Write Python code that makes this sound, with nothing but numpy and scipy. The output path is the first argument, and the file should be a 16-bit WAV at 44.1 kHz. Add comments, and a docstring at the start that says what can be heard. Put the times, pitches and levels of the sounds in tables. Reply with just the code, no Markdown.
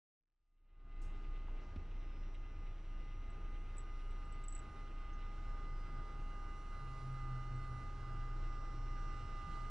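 """A deep room throb and a small motor's whine fade in: a battery scalp massager is held to a cat's cheek
on a sofa, edging closer to the microphone. Its plastic gears whine at multiples of the shaft speed, which
sags under the load of each kneading stroke; the teeth rasp once a turn and the motor's brushes buzz.
The cat's collar bell clinks, damped by fur, amid soft handling knocks. Later a low drone swells and sinks."""
import sys
import numpy as np
from scipy import signal
from scipy.fft import rfft, irfft, next_fast_len
from scipy.io import wavfile

SR = 44100
rng = np.random.default_rng(int(sys.argv[2]) if len(sys.argv) > 2 else 0)


def put_to_file(sound):
    """Save the sound as 16-bit audio at rate SR, in the file named by the first command-line argument."""
    columns = np.atleast_2d(sound).T  # one column per channel
    safe = np.clip(columns, -1, 1)
    whole_steps = np.round(safe * 32767)
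    wavfile.write(sys.argv[1], SR, whole_steps.astype(np.int16))


N = 427769
TIME = np.arange(N) / SR


def undb(db):
    """Decibels to amplitude ratio."""
    return 10 ** (np.asarray(db) / 20)


def unit(x):
    """Normalise to rms 1."""
    return x / np.sqrt(np.mean(x ** 2))


def curve(table):
    """Linear interpolation of (time, value) rows."""
    return np.interp(TIME, *np.transpose(table))


def walk(rate_hz):
    """Smooth random fluctuation with a spread near 1."""
    knots = np.arange(0, N / SR + 1, 1 / rate_hz)
    return 1.163 * np.interp(TIME, knots, rng.standard_normal(len(knots)))


def gain_at(hz, spectrum):
    """Spectral envelope, interpolated on a log-frequency axis."""
    f, db = np.transpose(spectrum)
    return undb(np.interp(np.log(hz + 1e-3), np.log(f), db))


def noise(spectrum, wide_hz, width):
    """Coloured stereo noise whose coherence between the sides falls above wide_hz."""
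    size = next_fast_len(N, True)
    hz = np.arange(size // 2 + 1) * SR / size
    mid, side = rfft(rng.standard_normal((2, size))) * gain_at(hz, spectrum)
    side = side * width * hz / (hz + wide_hz)
    return unit(irfft([mid + side, mid - side], size)[:, :N])


def phase(hz):
    """Phase is the time integral of frequency."""
    return 2 * np.pi * np.cumsum(hz) / SR


def harmonic(order, angle):
    """A sinusoid locked to a multiple of the shaft angle, with a random phase offset."""
    return np.sin(order * angle + rng.uniform(0, 2 * np.pi))


def place(x, pan_db):
    """Direction by level difference, left minus right."""
    return x * np.vstack([undb(pan_db / 2), undb(-pan_db / 2)])


def add(track, s, sound):
    """Superpose a short sound at time s."""
    start = int(s * SR)
    track[start:start + len(sound)] += sound[:N - start]


# spectrum of the room's air: (frequency [Hz], relative level [dB])
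AIR_SPECTRUM = [(12, -10.5), (28, 7), (40, 0.5), (55, 2), (85, 1), (115, -6), (170, -11), (240, -14.5),
                (330, -14.5), (400, -16.5), (480, -21), (800, -24.5), (1500, -28.5), (4000, -45),
                (14000, -71.5)]
# partials of the throb: (frequency [Hz], relative level [dB])
THROB_TONES = [(28.8, -0.5), (53.5, -19.5), (306, -34), (334, -33)]
def room(air_db=-56.5, rise_db_per_s=0.2676, throb_db=-46, waver_db=1.86):
    """Random modulation makes low tones throb, as from an air conditioner, over a broadband rumble."""
    throb = sum(undb(db) * np.sin(phase(hz + .4 * walk(6))) for hz, db in THROB_TONES)
    air = noise(AIR_SPECTRUM, 450, 0.25) * undb(air_db + rise_db_per_s * TIME + .9 * walk(8))
    return air + np.sqrt(2) * throb * undb(throb_db + waver_db * walk(9))


# the drone's falling pitch: (time [s], frequency [Hz])
DRONE_PITCH = [(6.3, 135.5), (7.2, 127.9), (8, 123.7), (9.7, 122)]
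# its swells: (start [s], attack [s], hold [s], release [s], level [dB])
DRONE_SWELLS = [(5.45, 0.21, .6, 0.18, -64.5), (6.68, 0.442, 0.447, .35, -50.3),
                (7.6, 0.31, 0.61, 1.8, -56.5)]
def drone(pulse_hz=3.6, depth=0.42):
    """Amplitude modulation makes a sinking tone pulse unevenly, as from a distant vehicle."""
    swell = sum(undb(db) * np.interp(TIME, s + np.cumsum([0, attack, hold, release]), [0, 1, 1, 0])
                for s, attack, hold, release, db in DRONE_SWELLS)
    pulse = 1 + depth * np.sin(phase(pulse_hz + walk(3)))
    return np.sqrt(2) * swell * pulse * np.sin(phase(curve(DRONE_PITCH) + 0.707 * walk(10)))


# touches of hand and massager: (time [s], level [dB], centre [Hz], width [octaves], T60 [s])
TOUCHES = [(1.014, -73, 6300, 0.46, 0.32), (1.48, -59, 900, 0.51, .08), (1.5, -65.5, 450, 1, 1.4),
           (1.14, -85, 4800, .35, 1.5), (1.6, -83, 4800, .4, 1.1), (1.758, -38, 72.4, 0.3, 0.17),
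           (1.76, -45, 208.7, 0.36, 0.064), (1.76, -60, 1500, 0.91, 0.045), (2.351, -68, 1500, 0.76, .02),
           (5.13, -74.5, 6200, .07, 0.098), (7.8, -60.5, 235, 0.29, 0.19), (9.47, -51.5, 159.3, 0.29, 0.25),
           (9.572, -49, 960, 0.19, 0.031)]
def handling(pan_db=-1):
    """Impact and friction: each knock or rub is a band of noise that decays exponentially."""
    out, t = np.zeros(N), TIME[:SR]
    hz = np.fft.rfftfreq(len(t), 1 / SR) + 1
    for s, db, centre_hz, octaves, t60 in TOUCHES:
        band = np.exp(-.5 * (np.log2(hz / centre_hz) / octaves) ** 2)
        burst = unit(irfft(rfft(rng.standard_normal(len(t))) * band, len(t)))
        attack = 1 - np.exp(-t / (.5 / centre_hz + t60 / 120))  # long rubs start softly
        add(out, s, undb(db) * burst * attack * np.exp(-np.log(1000) * t / t60))
    return place(out, pan_db)


# modes of the bell: (frequency [Hz], relative level [dB])
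BELL_MODES = [(7590, -19.5), (7800, 14), (7875, 3), (7960, -15), (8360, -18), (9300, -21)]
# strikes of its pellet: (time [s], level [dB])
PELLET_STRIKES = [(2.343, -82), (3.303, -73), (3.769, -66), (3.7821, -51.5), (4.108, -76), (4.253, -76),
                  (4.325, -65.5), (4.439, -60.5), (4.483, -48.5), (4.525, -52), (4.55, -49), (4.56, -60),
                  (4.578, -62), (4.591, -56), (7.127, -80), (7.56, -75)]
def collar_bell(t60=0.054, bounce_s=.02, bounce_db=-16, rattle_db=-7, rattle_s=0.0057):
    """Damped modal vibration: the pellet strikes, skitters and bounces once, and fur chokes the ring."""
    out, t = np.zeros(N), TIME[:SR // 5]
    hz, mode_db = np.transpose(BELL_MODES)
    bounces = [(s + bounce_s * rng.uniform(.5, 1.3), db + bounce_db) for s, db in PELLET_STRIKES]
    for s, db in PELLET_STRIKES + bounces:
        gains = undb(mode_db + 2.5 * rng.standard_normal(len(hz)))
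        ring = gains @ np.sin(2 * np.pi * hz[:, None] * t) / np.linalg.norm(gains)
        rattle = undb(rattle_db) * unit(rng.standard_normal(len(t)) ** 3) * np.exp(-t / rattle_s)
        add(out, s, undb(db) * (ring * np.exp(-np.log(1000) * t / t60) + rattle))
    # so small a shell radiates only near its ring
    radiation = signal.butter(2, [7100, 8700], "bandpass", fs=SR, output="sos")
    return place(signal.sosfilt(radiation, out), pan_db=-3)


def repeat_each_turn(x, angle, memory):
    """Comb filtering: surfaces meet again each turn, so their noise gathers at shaft multiples."""
    out = x
    for turns in (1, 2, 3):
        earlier = np.interp(angle - 2 * np.pi * turns, angle, np.arange(N)).round().astype(int)
        out = out + memory ** turns * x[:, earlier]
    return unit(out)


# envelope of the thin whistle: (time [s], level [dB])
WHISTLE_LEVEL = [(2, -114), (2.8, -101), (4.1, -94.5), (5, -101), (7.9, -92.5), (8.7, -101), (9.7, -97)]
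def spring_whistle(angle, shaft_hz, near_db, resonance_hz=9470, width_hz=130):
    """A drifting resonance of the brush springs lifts the shaft harmonics nearest to it."""
    centre_hz = resonance_hz + 22 * near_db + 60 * walk(2)
    angle = angle + .003 * walk(70)
    tones = sum(harmonic(k, angle) / np.hypot(1, 2 * (k * shaft_hz - centre_hz) / width_hz)
                for k in range(66, 76))
    return unit(tones) * undb(curve(WHISTLE_LEVEL) + 2.0 * walk(4))


# spectrum of the brushes' friction: (frequency [Hz], relative level [dB])
HISS_SPECTRUM = [(2000, -13.5), (4200, 2), (5000, -5.5), (5500, -7.5), (7300, -7.5), (8300, -12.5),
                 (9700, -11), (10700, -29.5), (12500, -27), (15000, -33.5)]
def brush_hiss(angle, level_db=-82.5):
    """Sliding friction of the brushes on the commutator makes a flickering hiss."""
    hiss = repeat_each_turn(noise(HISS_SPECTRUM, 1500, 0.37), angle, memory=.25)
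    return hiss * undb(level_db + 1.1 * walk(30) + walk(4))


# spectral envelope of the buzz: (frequency [Hz], relative level [dB])
BUZZ_SPECTRUM = [(1700, 0), (2200, -9), (2800, 1), (3500, -5.5), (4200, -2.5), (4800, -6), (5400, -4),
                 (6100, -11), (7300, -10), (8200, -13.5), (9000, -15)]
def commutator_buzz(angle, mean_hz, push, level_db=-81.5, waver_db=4.5):
    """Periodic contact gives a dense harmonic series, smeared at the top by uneven turns."""
    angle = angle + 0.016 * walk(70)
    orders = np.arange(13, 66)
    gains = gain_at(orders * mean_hz, BUZZ_SPECTRUM)
    comb = sum(gain * undb(waver_db * walk(5)) * harmonic(k, angle) for k, gain in zip(orders, gains))
    return unit(comb) * undb(level_db + 0.68 * push)


# resonances of the massager's shell: (frequency [Hz], relative level [dB])
SHELL_SPECTRUM = [(300, -17), (620, 1), (860, -12), (1150, 4.5), (1450, 8.5), (1750, -4), (2400, -34.5)]
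def shell_resonance(near_db, swell, level_db=-72, swell_db=1.5):
    """Forced vibration: the shell's resonances colour a noise that swells once a stroke."""
    db = level_db + .9 * near_db + swell_db * swell
    return noise(SHELL_SPECTRUM, 1100, .4) * undb(db + walk(25))


# spectrum of the rasp: (frequency [Hz], relative level [dB])
RASP_SPECTRUM = [(500, -25.5), (1500, -7), (2100, 1), (2450, -0.5), (2750, 2), (3050, -0.5), (3400, -6.5),
                 (3950, -6.5), (4400, -21), (5000, -18.5), (8000, -42)]
# its envelope: (time [s], level [dB])
RASP_LEVEL = [(1, -76), (1.6, -77.5), (2.2, -76.5), (5.4, -76.5), (6, -80.5), (8.4, -80), (9.7, -76)]
def tooth_rasp(angle, push, first_catch_s=0.036):
    """Friction noise of sliding gear teeth, modulated as the pinion rubs hardest once a turn."""
    # a middle wheel catches briefly once every 15 turns
    catch = 4 * np.cos((angle - np.interp(first_catch_s, TIME, angle)) / 30) ** 8 - 1
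    rub_db = 3.5 * np.sin(angle) + 0.7 * push + 1.09 * catch + 1.76 * walk(60)
    rasp = repeat_each_turn(noise(RASP_SPECTRUM, 1100, 0.34), angle, memory=0.31)
    return rasp * undb(curve(RASP_LEVEL) + rub_db)


# whine partials: (order [x shaft speed], level [dB], share of swell [dB/dB], waver [dB], push swing [dB])
GEAR_TONES = [(2, -81.5, -0.051, 2.5, 0.5), (3, -84, 0.017, 2, 0.5), (5, -86.5, .2, 4.5, 1.5),
              (6, -73, 0.67, 1.3, 0), (7, -83.5, 1, 1, -1), (8, -81.5, 0.56, 3, 0), (9, -62, 1, -0.5, 0),
              (10, -79, .7, 2.5, 0.5), (11, -78.5, 0.62, 1.5, -0.5), (12, -85.5, 1, 3, 0),
              (15, -73, 0.46, 1.0, 2), (18, -90.5, -.3, 1, 0), (19, -90, -0.21, 1, 0.5),
              (20, -88.5, -.2, 2, 1), (21, -82.5, .55, 2, 0), (29, -91.5, 0.32, -0.5, 3.5)]
# the whine swells or dips as the grip shifts and the heads settle: (centre [s], length [s], change [dB])
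GRIP_SHIFTS = [(.88, .3, 2.5), (1.92, 0.22, -3.5), (2.25, 0.37, -2.5), (2.828, 0.15, -7)]
# partials of the high squeal: (order [x shaft speed], relative level [dB])
SQUEAL_TONES = [(37, -10), (39, -4.5), (40, -5.5), (42, 1), (44, -7), (47, -9.5), (60, -15.5)]
# its envelope: (time [s], level [dB])
SQUEAL_LEVEL = [(1, -101), (2.3, -91), (2.7, -93.5), (4.8, -91.5), (8.2, -89.5), (8.7, -85.5)]
def gear_whine(angle, swell_db, push, backlash_rad=0.0089):
    """Tooth meshing radiates harmonics of the shaft speed, each wavering as the load shifts."""
    grip_db = sum(db * np.exp(-(2 * (TIME - s) / length) ** 2) for s, length, db in GRIP_SHIFTS)
    squeal_db = curve(SQUEAL_LEVEL)
    whine = [(order, db + share * swell_db + grip_db + waver_db * walk(9) + push_db * push)
             for order, db, share, waver_db, push_db in GEAR_TONES]
    squeal = [(order, squeal_db + db + 1.7 * walk(12) + 2.1 * walk(2)) for order, db in SQUEAL_TONES]
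    angle = angle + backlash_rad * walk(90)  # play between the teeth roughens the higher tones
    return np.sqrt(2) * sum(undb(db) * harmonic(order, angle) for order, db in whine + squeal)


def kneading(shaft_hz, turns_per_stroke=58.5, let_go_s=6.67, push_lag_s=.08, shell_lag_s=.15):
    """Cyclic loading: each stroke the heads let go once and push twice, inwards and outwards."""
    angle = phase(shaft_hz) / turns_per_stroke
    def since(s):
        return angle - np.interp(s, TIME, angle)
    let_go = np.cos(since(let_go_s) / 2) ** 4
    push = np.cos(2 * since(let_go_s + push_lag_s))
    shell_swell = np.cos(since(let_go_s + shell_lag_s))
    return let_go - let_go.mean(), push, shell_swell


# mean shaft speed, sinking as the heads are pressed on: (time [s], frequency [Hz])
SHAFT_SPEED = [(1.0, 136.1), (5.12, 136.0), (9.5, 134.7)]
# the massager edges closer and turns to face the microphone: (time [s], nearness [dB])
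NEARNESS = [(1, -9), (2.5, -10), (3.5, -6.5), (4.4, -3), (6, 0), (7.3, 2.5), (8.8, 1.5), (9.6, 5)]
def massager(let_go_hz=1.4, let_go_db=-2.5):
    """One shaft drives every layer; as the load lets go, the motor speeds up and the whine softens."""
    mean_hz, near_db = curve(SHAFT_SPEED), curve(NEARNESS)
    let_go, push, shell_swell = kneading(mean_hz)
    shaft_hz = mean_hz + let_go_hz * let_go + .12 * walk(12)
    angle = phase(shaft_hz)
    ticking = undb(np.sin(3 * angle) + 0.46 * np.cos(angle))  # three commutator gaps pass each turn
    rasp = tooth_rasp(angle, push)
    shell = shell_resonance(near_db, shell_swell) * ticking
    brushes = brush_hiss(angle) * ticking + commutator_buzz(angle, shaft_hz.mean(), push)
    friction = rasp + shell + brushes * undb(1.03 * near_db) + spring_whistle(angle, shaft_hz, near_db)
    whine = gear_whine(angle, near_db + let_go_db * let_go, push)
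    left, right = place(whine, pan_db=-4.5 - 0.58 * near_db) + place(friction, pan_db=-1.5)
    return np.array([np.roll(left, 1), right])  # the left port is a sample further off


def scene():
    """Superposition of the sources on and around the sofa."""
    return massager() + collar_bell() + handling() + room() + drone()


def record(dry, silent_until_s=.21, fade_end_s=1.028, fade_db_per_s=62.5, gain_db=2.5, top_hz=13000):
    """An exponential fade-in, even in decibels, then a steep low-pass filter."""
    fade_db = fade_db_per_s * np.maximum(fade_end_s - TIME, 0)
    gain = undb(gain_db - fade_db) * (TIME > silent_until_s)
    return signal.sosfilt(signal.ellip(8, .2, 70, top_hz, fs=SR, output="sos"), dry * gain)


dry = scene()
out = record(dry)
put_to_file(out)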